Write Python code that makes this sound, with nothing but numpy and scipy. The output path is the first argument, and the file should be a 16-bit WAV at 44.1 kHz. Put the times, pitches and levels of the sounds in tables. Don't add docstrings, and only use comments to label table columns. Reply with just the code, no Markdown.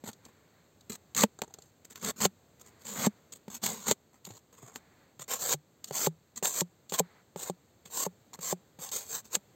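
import sys
import numpy as np
from scipy import signal
from scipy.fft import rfft, irfft
from scipy.io import wavfile
from scipy.ndimage import uniform_filter1d

SR = 44100
rng = np.random.default_rng(int(sys.argv[2]) if len(sys.argv) > 2 else 0)


def persist_wave(psi):
    counts = np.round(np.clip(psi, -1, 1) * 32767).astype(np.int16)
    wavfile.write(sys.argv[1], SR, np.atleast_2d(counts).T)


N = 421155


def undb(db):
    return 10 ** (np.asarray(db) / 20)


def unit(x):
    return x / np.std(x)


def add(out, s, sound):
    i = max(int(s * SR), 0)
    out[i:i + len(sound)] += sound[:N - i]


def walk(rate):
    k = int(SR / rate)
    steps = np.repeat(rng.standard_normal(N // k + 1), k)[:N]
    return uniform_filter1d(steps, k)


def colour(x, points):
    hz, db = np.transpose(points)
    size = 4096
    grid = np.maximum(np.arange(size // 2 + 1) * SR / size, 1)
    outline_db = np.interp(np.log(grid), np.log(np.sort(hz)), db)
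    cepstrum = irfft(np.log(undb(outline_db)))
    cepstrum[1:size // 2] *= 2
    cepstrum[size // 2 + 1:] = 0
    response = irfft(np.exp(rfft(cepstrum)))
    return signal.oaconvolve(x, response)[:len(x)]


def ring(x, hz, t60):
    pole = np.exp((2j * np.pi * hz - np.log(1000) / max(t60, .002)) / SR)
    return signal.lfilter([1], [1, -pole], x + 1e-18).imag


AIR_DB = -63.5
# (frequency [Hz], level [dB])
AIR_TONE = [(25, -5), (50, -7), (80, 6), (160, 3), (300, -1), (500, -2.5), (1000, -11), (2100, -15.5),
            (2900, -19.5), (4200, -16), (7000, -23.5), (15000, -26)]
# (time [s], length [s], level [dB])
MIDRANGE_NOISE_BURSTS = [(0.087, 0.66, -69), (2.518, 0.8, -66.5), (4.52, 0.67, -66.5), (6.972, 0.28, -62.5)]
# (frequency [Hz], level [dB])
MIDRANGE_TONE = [(400, 2), (1000, 2), (2200, 0.5), (2900, -12.5), (4300, -7), (7000, -33)]


def outdoors():
    burst_gain = np.zeros(N)
    for s, length_s, db in MIDRANGE_NOISE_BURSTS:
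        add(burst_gain, s, undb(db) * signal.windows.tukey(int(length_s * SR), .5))
    waver_db = 1.3 * walk(2.3)
    air = unit(colour(rng.standard_normal(N), AIR_TONE)) * undb(AIR_DB + waver_db)
    return air + burst_gain * unit(colour(rng.standard_normal(N), MIDRANGE_TONE))


# (time [s], peak level [dB])
STRIP_BOUNCES = [(1.389, -34), (1.419, -32), (1.436, -29.5), (1.444, -41), (1.478, -46), (1.5, -55),
                 (1.507, -50), (1.544, -43.5), (1.586, -40)]
# (frequency [Hz], strength [dB], decay by 60 dB [s], held to 2 ms or more)
STRIP_RESONANCES = [(453, -8, 0.033), (774, -0.5, 0.029), (907, -1.5, 0.017), (1330, -4, 0.0065),
                    (4250, -1, 0.0025), (6800, 2, 0.0017)]


def strip(contact_s=0.0039):
    out, t = np.zeros(N), np.arange(SR // 12) / SR
    for s, db in STRIP_BOUNCES:
        contact = rng.standard_normal(len(t)) * np.exp(-t / contact_s)
        tap = sum(undb(g) * ring(contact, hz, t60) for hz, g, t60 in STRIP_RESONANCES)
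        add(out, s, undb(db) * tap / np.abs(tap).max())
    return out


# (frequency [Hz], level [dB])
KNOCK_TONE = [(150, -8.5), (500, -3.5), (1100, 0.5), (2000, -1.5), (4300, -2.5), (7000, -13.5),
              (15000, -14)]
GRAZE_SOFTENING, BUMP_SOFTENING = 0.67, 0.82


def crack(db, knock_db, burst_s, spectrum, softening,
          tail_s=0.009, tail_db=-21, rise_s=0.00045, firm_db=-17, spreading=0.19):
    t = np.arange(SR // 16) / SR
    graze = undb(softening * max(firm_db - db, 0))
    rise = 1 - np.exp(-(t / (rise_s * graze)) ** 2)
    decay = np.exp(-t / burst_s) + undb(tail_db) * np.exp(-t / tail_s)
    burst = rng.standard_normal(len(t)) * rise * decay
    sound = unit(colour(burst, spectrum)) + undb(knock_db) * unit(colour(burst, KNOCK_TONE))
    peak = undb(db - 2.5) / graze ** spreading
    return peak * sound / np.abs(sound).max()


# (time [s], strength [dB], before crack() trims it)
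EDGE_TICKS = [(0.13, -37), (0.2506, -37), (.8074, -40.5), (.9203, -27.5), (1.5388, -29), (1.5855, -38),
              (1.62, -38), (3.3223, -30), (4.25, -27.5), (4.3055, -38), (4.367, -40), (5.8423, -23),
              (6.3596, -32), (6.3774, -28), (6.8956, -28), (8.3385, -28.5), (8.889, -27.5)]
# (frequency [Hz], level [dB])
TICK_TONE = [(600, -31.5), (2400, -9), (4200, 5.5), (7000, -3.5), (15000, -16.5)]
TICK_S, TICK_KNOCK_DB = 0.0021, -11


def ticks():
    out = np.zeros(N)
    for s, db in EDGE_TICKS:
        add(out, s, crack(db, TICK_KNOCK_DB, TICK_S, TICK_TONE, GRAZE_SOFTENING))
    return out


# (frequency [Hz], strength [dB], decay by 60 dB [s])
SHEET_RESONANCES = [(394.6, -1.5, 0.04), (524, -13, 0.0031), (581, 0.5, 0.027), (819, 5.5, 0.022),
                    (1162, -4, .024), (1250, -17, 0.022), (2100, -16, .015)]
USUAL_HZ = 175


def flick(db, low_hz, low_db, low_t60, push_s=0.0005, stiffening=0.21, leak_hz=190):
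    t = np.arange(SR // 4) / SR
    bass_cut = signal.butter(2, leak_hz, "high", fs=SR, output="sos")
    push = signal.sosfilt(bass_cut, t / push_s * np.exp(-2 * t / push_s))
    spread = 1 + 0.054 * rng.standard_normal(len(SHEET_RESONANCES))
    stiff = (low_hz / USUAL_HZ) ** stiffening * spread
    pop = undb(low_db) * ring(push, low_hz, low_t60)
    for k, (hz, mode_db, t60) in enumerate(SHEET_RESONANCES):
        direction = (-1) ** (k // 2)
        pop = pop + direction * undb(mode_db) * ring(push, hz * stiff[k], t60)
    return -undb(db) * pop / np.abs(pop).max()


# (time [s], thud peak level [dB], lowest mode [Hz], tick strength [dB], before crack() trims it)
SHEET_BUMPS = [(0.0381, -32.5, 219, -36), (.088, -34.5, 219, -30), (1.418, -23, 207, -15.5),
               (1.957, -69.5, 210, -26), (3.4797, -32, 201, -35), (4.275, -37.5, 183, -55),
               (4.304, -37, 108, -36), (4.63, -39.5, 123, -53), (4.7583, -39, 251, -22),
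               (5.195, -41.5, 137, -29.5), (5.9089, -24, 145, -27), (6.4261, -22, 175, -25),
               (6.9216, -23.5, 174.5, -24), (7.3596, -25.5, 171, -28.5), (7.857, -46.5, 170, -33),
               (8.389, -37.5, 168, -35), (8.7879, -39.5, 160, -38)]
BUMP_T60_S, BUMP_T60_SLOPE, BUMP_KNOCK_DB = 0.064, 1.7, 10.5
FIRM_BUMP_DB, BUMP_LOW_DB, BUMP_DULLING, DULLEST_DB = -21.5, -6, 1.3, 9


def bumps():
    out = np.zeros(N)
    for s, db, hz, tick_db in SHEET_BUMPS:
        low_db = min(BUMP_LOW_DB + BUMP_DULLING * (FIRM_BUMP_DB - db), DULLEST_DB)
        t60 = BUMP_T60_S * (USUAL_HZ / hz) ** BUMP_T60_SLOPE
        add(out, s, flick(db, hz, low_db, t60))
        add(out, s, crack(tick_db, BUMP_KNOCK_DB, burst_s=0.0012, spectrum=TICK_TONE,
                          softening=BUMP_SOFTENING))
    return out


BITE_S, RELEASE_S = .0008, 0.0043


def gesture(rows):
    gain = np.zeros(N)
    for s, swell_s, ease_s, db, swell_db, ease_db in rows:
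        t = np.arange(int((swell_s + ease_s) * SR)) / SR
        below_crest = swell_db * np.maximum(1 - t / swell_s, 0) ** 1.34
        past_crest = ease_db * np.maximum((t - swell_s) / ease_s, 0)
        add(gain, s, undb(db - below_crest - past_crest))
    keeps = np.exp(-1 / (np.array([BITE_S, RELEASE_S]) * SR))
    fast, slow = (signal.lfilter([1 - k], [1, -k], gain + 1e-18) for k in keeps)
    return np.maximum(fast, slow)


def fibres(rate, spread_db, bunch_hz, bunch_db):
    breaks = rng.random(N) < rate / SR
    size = undb(spread_db * np.minimum(rng.exponential(size=N), 5))
    sign = rng.choice([-1, 1], N)
    return unit(breaks * size * sign * undb(bunch_db * walk(bunch_hz)))


def through_card(x, tail_s, tail_db, hold_s=.07):
    hop, t = int(hold_s * SR), np.arange(SR // 30) / SR
    out, window = x.copy(), np.hanning(2 * hop)
    for i in range(0, N - 2 * hop, hop):
        echo = rng.standard_normal(len(t)) * np.exp(-t / tail_s)
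        echo /= np.linalg.norm(echo)
        add(out, i / SR, undb(tail_db) * signal.fftconvolve(x[i:i + 2 * hop] * window, echo))
    return out


# (time [s], length [s], hiss level [dB], rasp level [dB])
CARD_SCUFFS = [(0.037, 0.08, -45, -49.5), (0.235, .065, -63, -58.5), (.895, 0.066, -45.5, -50.5),
               (1.581, .12, -63, -69.5), (1.847, 0.01, -44.5, -54.5), (1.899, 0.034, -49, -56),
               (1.947, 0.04, -53, -57.5), (1.993, 0.056, -53, -60), (2.16, 0.063, -47.5, -54.5),
               (2.596, 0.032, -52.5, -64.5), (2.642, .06, -63, -69), (2.793, 0.064, -55, -63),
               (3.321, 0.014, -42, -55.5), (3.349, 0.025, -53, -65), (3.501, 0.08, -43.5, -49),
               (4.13, 0.061, -69, -64), (4.244, 0.033, -48.5, -57), (4.273, .12, -56.5, -62),
               (4.526, 0.23, -60.5, -60), (4.734, 0.048, -53, -57.5), (5.192, 0.048, -44.5, -51.5),
               (5.839, 0.072, -50.5, -61), (6.357, 0.041, -47.5, -55.5), (6.892, 0.025, -46, -61),
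               (7.852, 0.042, -51.5, -58.5), (8.332, 0.025, -49, -51.5), (9.243, 0.046, -55, -65)]
SCUFF_CREST, SCUFF_SWELL_DB, SCUFF_FADE_DB = 0.74, 3, 13


def scuff_gain(axis):
    return gesture([(row[0], SCUFF_CREST * row[1], (1 - SCUFF_CREST) * row[1], row[axis],
                     SCUFF_SWELL_DB, SCUFF_FADE_DB) for row in CARD_SCUFFS])


# (frequency [Hz], level [dB])
HISS_ACROSS = [(1200, -33), (2500, -10.5), (3300, -2.5), (4500, -0.5), (7000, -0.5), (9000, -3),
               (13000, -6.5), (15500, -8.5)]
CARD_ACROSS = [(170, -26), (300, -2), (440, 8.5), (650, 1.5), (1100, 5), (1400, 2), (2200, -3.5),
               (3500, -29.5), (7000, -43.5)]


def scuffing():
    loose = fibres(rate=2400, spread_db=2.5, bunch_hz=257.2, bunch_db=5.5)
    catches = through_card(loose, tail_s=0.0032, tail_db=2.5)
    hiss = unit(colour(catches, HISS_ACROSS)) * scuff_gain(axis=2) * undb(-1.5)
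    rasp = unit(colour(catches, CARD_ACROSS))
    bending = unit(ring(ring(catches, hz=206, t60=0.024), hz=227, t60=0.021))
    return hiss + (rasp + undb(-2.0) * bending) * scuff_gain(axis=3)


# (time [s], peak level [dB], lowest mode [Hz], strength of that mode [dB])
SHEET_POPS = [(1.2372, -8, 212, 2), (2.2535, -11.5, 192, -1), (3.0685, -12, 206, 10.5),
              (3.9124, -13, 245, -1), (5.542, -24.5, 147, 1), (6.0703, -12.5, 160.4, -4),
              (6.616, -19.5, 174, 1), (7.001, -13, 174, -6), (7.4975, -19, 178, -2.5),
              (8.0648, -19.5, 179, -5), (8.527, -16.5, 177.4, -4.5), (9.366, -33.5, 195, 4.5)]
POP_T60_S, POP_T60_SLOPE, LONGEST_POP_T60_S = 0.11, 4.1, .14


def pops():
    out = np.zeros(N)
    for s, db, hz, low_db in SHEET_POPS:
        t60 = min(POP_T60_S * (USUAL_HZ / hz) ** POP_T60_SLOPE, LONGEST_POP_T60_S)
        add(out, s, flick(db, hz, low_db, t60))
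    return out


# (time [s], strength [dB], before crack() trims it, low knock against the treble [dB])
PAPER_CRACKS = [(1.1479, -19.5, -10), (1.1645, -15, -16), (1.1767, -14, -10), (1.192, -15.5, -20),
                (1.2078, -12, -20), (1.235, -5.5, 14.5), (2.0467, -19.5, -8), (2.2526, -8, 29),
                (2.867, -28, -14), (3.0637, -16.5, -16.5), (3.6365, -19, 8), (3.6627, -13, 2.5),
                (3.9115, -10.5, -12.5), (5.5237, -28.5, -23), (5.534, -15, -7), (6.0626, -17.5, 3),
                (6.4553, -12.5, 2.5), (6.6067, -11, -22), (6.9886, -21.5, -16), (7.497, -25.5, -24),
                (9.3474, -17.5, -31), (9.3515, -9, -7)]
# (frequency [Hz], level [dB])
SPLIT_TONE = [(600, -17.5), (2000, -10), (4000, -1), (7500, -3.5), (15000, -13.5)]
CRACK_S = 0.0028


def cracks():
    out = np.zeros(N)
    for s, db, knock_db in PAPER_CRACKS:
        add(out, s, crack(db, knock_db, CRACK_S, SPLIT_TONE, GRAZE_SOFTENING))
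    return out


TURN_S = 4.6


def by_direction(x, across, along):
    turn = int(TURN_S * SR)
    return np.concatenate([unit(colour(x[:turn], across)), unit(colour(x[turn:], along))])


# (time [s], swell [s], ease [s], crest level [dB], swell depth [dB], ease depth [dB],
#  rasp against hiss [dB])
BLADE_PUSHES = [(1.153, 0.027, 0.056, -29.5, 15.5, -2.5, -3), (2.025, .04, 0.043, -34, 7.5, 0.5, -3),
                (2.203, 0.053, 0.0068, -26.5, 6, 16, -2.5), (2.849, 0.048, 0.061, -40.5, 8, 3, -9),
                (2.957, .1, 0.011, -28.5, 12.5, 0, -2.5), (3.616, 0.025, 0.126, -30, 24, 16.5, -6),
                (3.768, .012, 0.11, -46, 4, 3, -8), (3.858, 0.025, 0.039, -30, 18, -3.5, -4.5),
                (5.279, 0.053, 0.058, -29, 15, 22.5, -6), (5.39, 0.045, 0.049, -29.5, 13, 1.5, -7.5),
                (5.485, 0.046, 0.01, -26, 3.5, 10, -7.5), (5.923, 0.05, 0.1, -30.5, 14, -1, -9),
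                (6.426, 0.023, 0.073, -29.5, 5.5, 10, -8.5),
                (6.522, 0.083, 0.0063, -27.5, 13.5, -1.5, -10.5),
                (6.921, 0.025, 0.03, -31.5, 6.5, 20, -4.5), (6.975, 0.016, 0.007, -24.5, 27, 2.5, -5.5),
                (7.361, 0.039, 0.091, -42, 13.5, -2, -6.5), (7.898, 0.073, 0.068, -32.5, 23.5, -3.5, -10.5),
                (8.048, 0.009, 0.0095, -35.5, 10, 8, -6), (8.406, 0.033, 0.088, -37, 14, -5, -9),
                (8.789, 0.05, 0.07, -37, 13, 19.5, -9), (8.914, 0.051, 0.1, -33, 0, 21.5, -10),
                (9.065, 0.084, 0.057, -33, 16.5, 13, -11), (9.294, 0.056, .014, -29, 42, 25, -8.5)]
# (frequency [Hz], level [dB])
HISS_ALONG = [(1200, -14.5), (2500, -23.5), (3300, -2.5), (4500, 0.5), (7000, 1), (9000, -1), (13000, -3.5),
              (15500, -4.5)]
CARD_ALONG = [(200, -18.5), (320, -7.5), (460, 2), (650, -2), (980, -1.5), (1090, 4), (1200, -5),
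              (1500, -4.5), (2200, -7), (3500, -8), (7000, -38.5)]
HISS_DB, RASP_DB, BEND_ACROSS_DB, BEND_ALONG_DB = -2, -1.5, -2.5, -19
FIRM_PUSH_DB, BODY_GROWTH = -30, 0.87


def cutting():
    force = gesture([row[:6] for row in BLADE_PUSHES])
    body_rows = []
    for s, swell_s, ease_s, db, swell_db, ease_db, rasp_db in BLADE_PUSHES:
        crest_db = FIRM_PUSH_DB + BODY_GROWTH * (db - FIRM_PUSH_DB) + rasp_db
        body_rows.append((s, swell_s, ease_s, crest_db, BODY_GROWTH * swell_db, BODY_GROWTH * ease_db))
    shake = gesture(body_rows)
    breaks = fibres(rate=12000, spread_db=2.5, bunch_hz=500, bunch_db=2.7)
    edge = through_card(breaks, tail_s=0.0051, tail_db=-3)
    hiss = by_direction(edge, HISS_ACROSS, HISS_ALONG) * force * undb(HISS_DB)
    body = through_card(breaks, tail_s=0.0032, tail_db=-3)
    rasp = by_direction(body, CARD_ACROSS, CARD_ALONG) * shake * undb(RASP_DB)
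    bend_db = np.where(np.arange(N) / SR < TURN_S, BEND_ACROSS_DB, BEND_ALONG_DB)
    bending = unit(ring(ring(breaks, hz=205.6, t60=0.029), hz=218, t60=0.041))
    return hiss + rasp + bending * shake * undb(bend_db)


def scene():
    background = outdoors()
    handling = strip() + ticks() + bumps() + scuffing()
    cuts = pops() + cracks() + cutting()
    return (background + handling + cuts)[None]


# (frequency [Hz], level [dB])
MICROPHONE_TONE = [(4650, -1), (4850, -7), (5950, -4.5), (6250, 5), (7300, 6.5), (7550, 11), (7800, 3.5),
                   (8450, 3.5), (8650, -12), (11500, -19), (11750, 1)]
TOP_HZ = 15700


def record(dry):
    bass_cut = signal.butter(2, 70, "high", fs=SR, output="sos")
    top_cut = signal.ellip(8, .2, 70, TOP_HZ, fs=SR, output="sos")
    sound = signal.sosfilt(bass_cut, colour(dry[0], MICROPHONE_TONE))
    return signal.sosfilt(top_cut, sound)[None]


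dry = scene()
out = record(dry)
persist_wave(out)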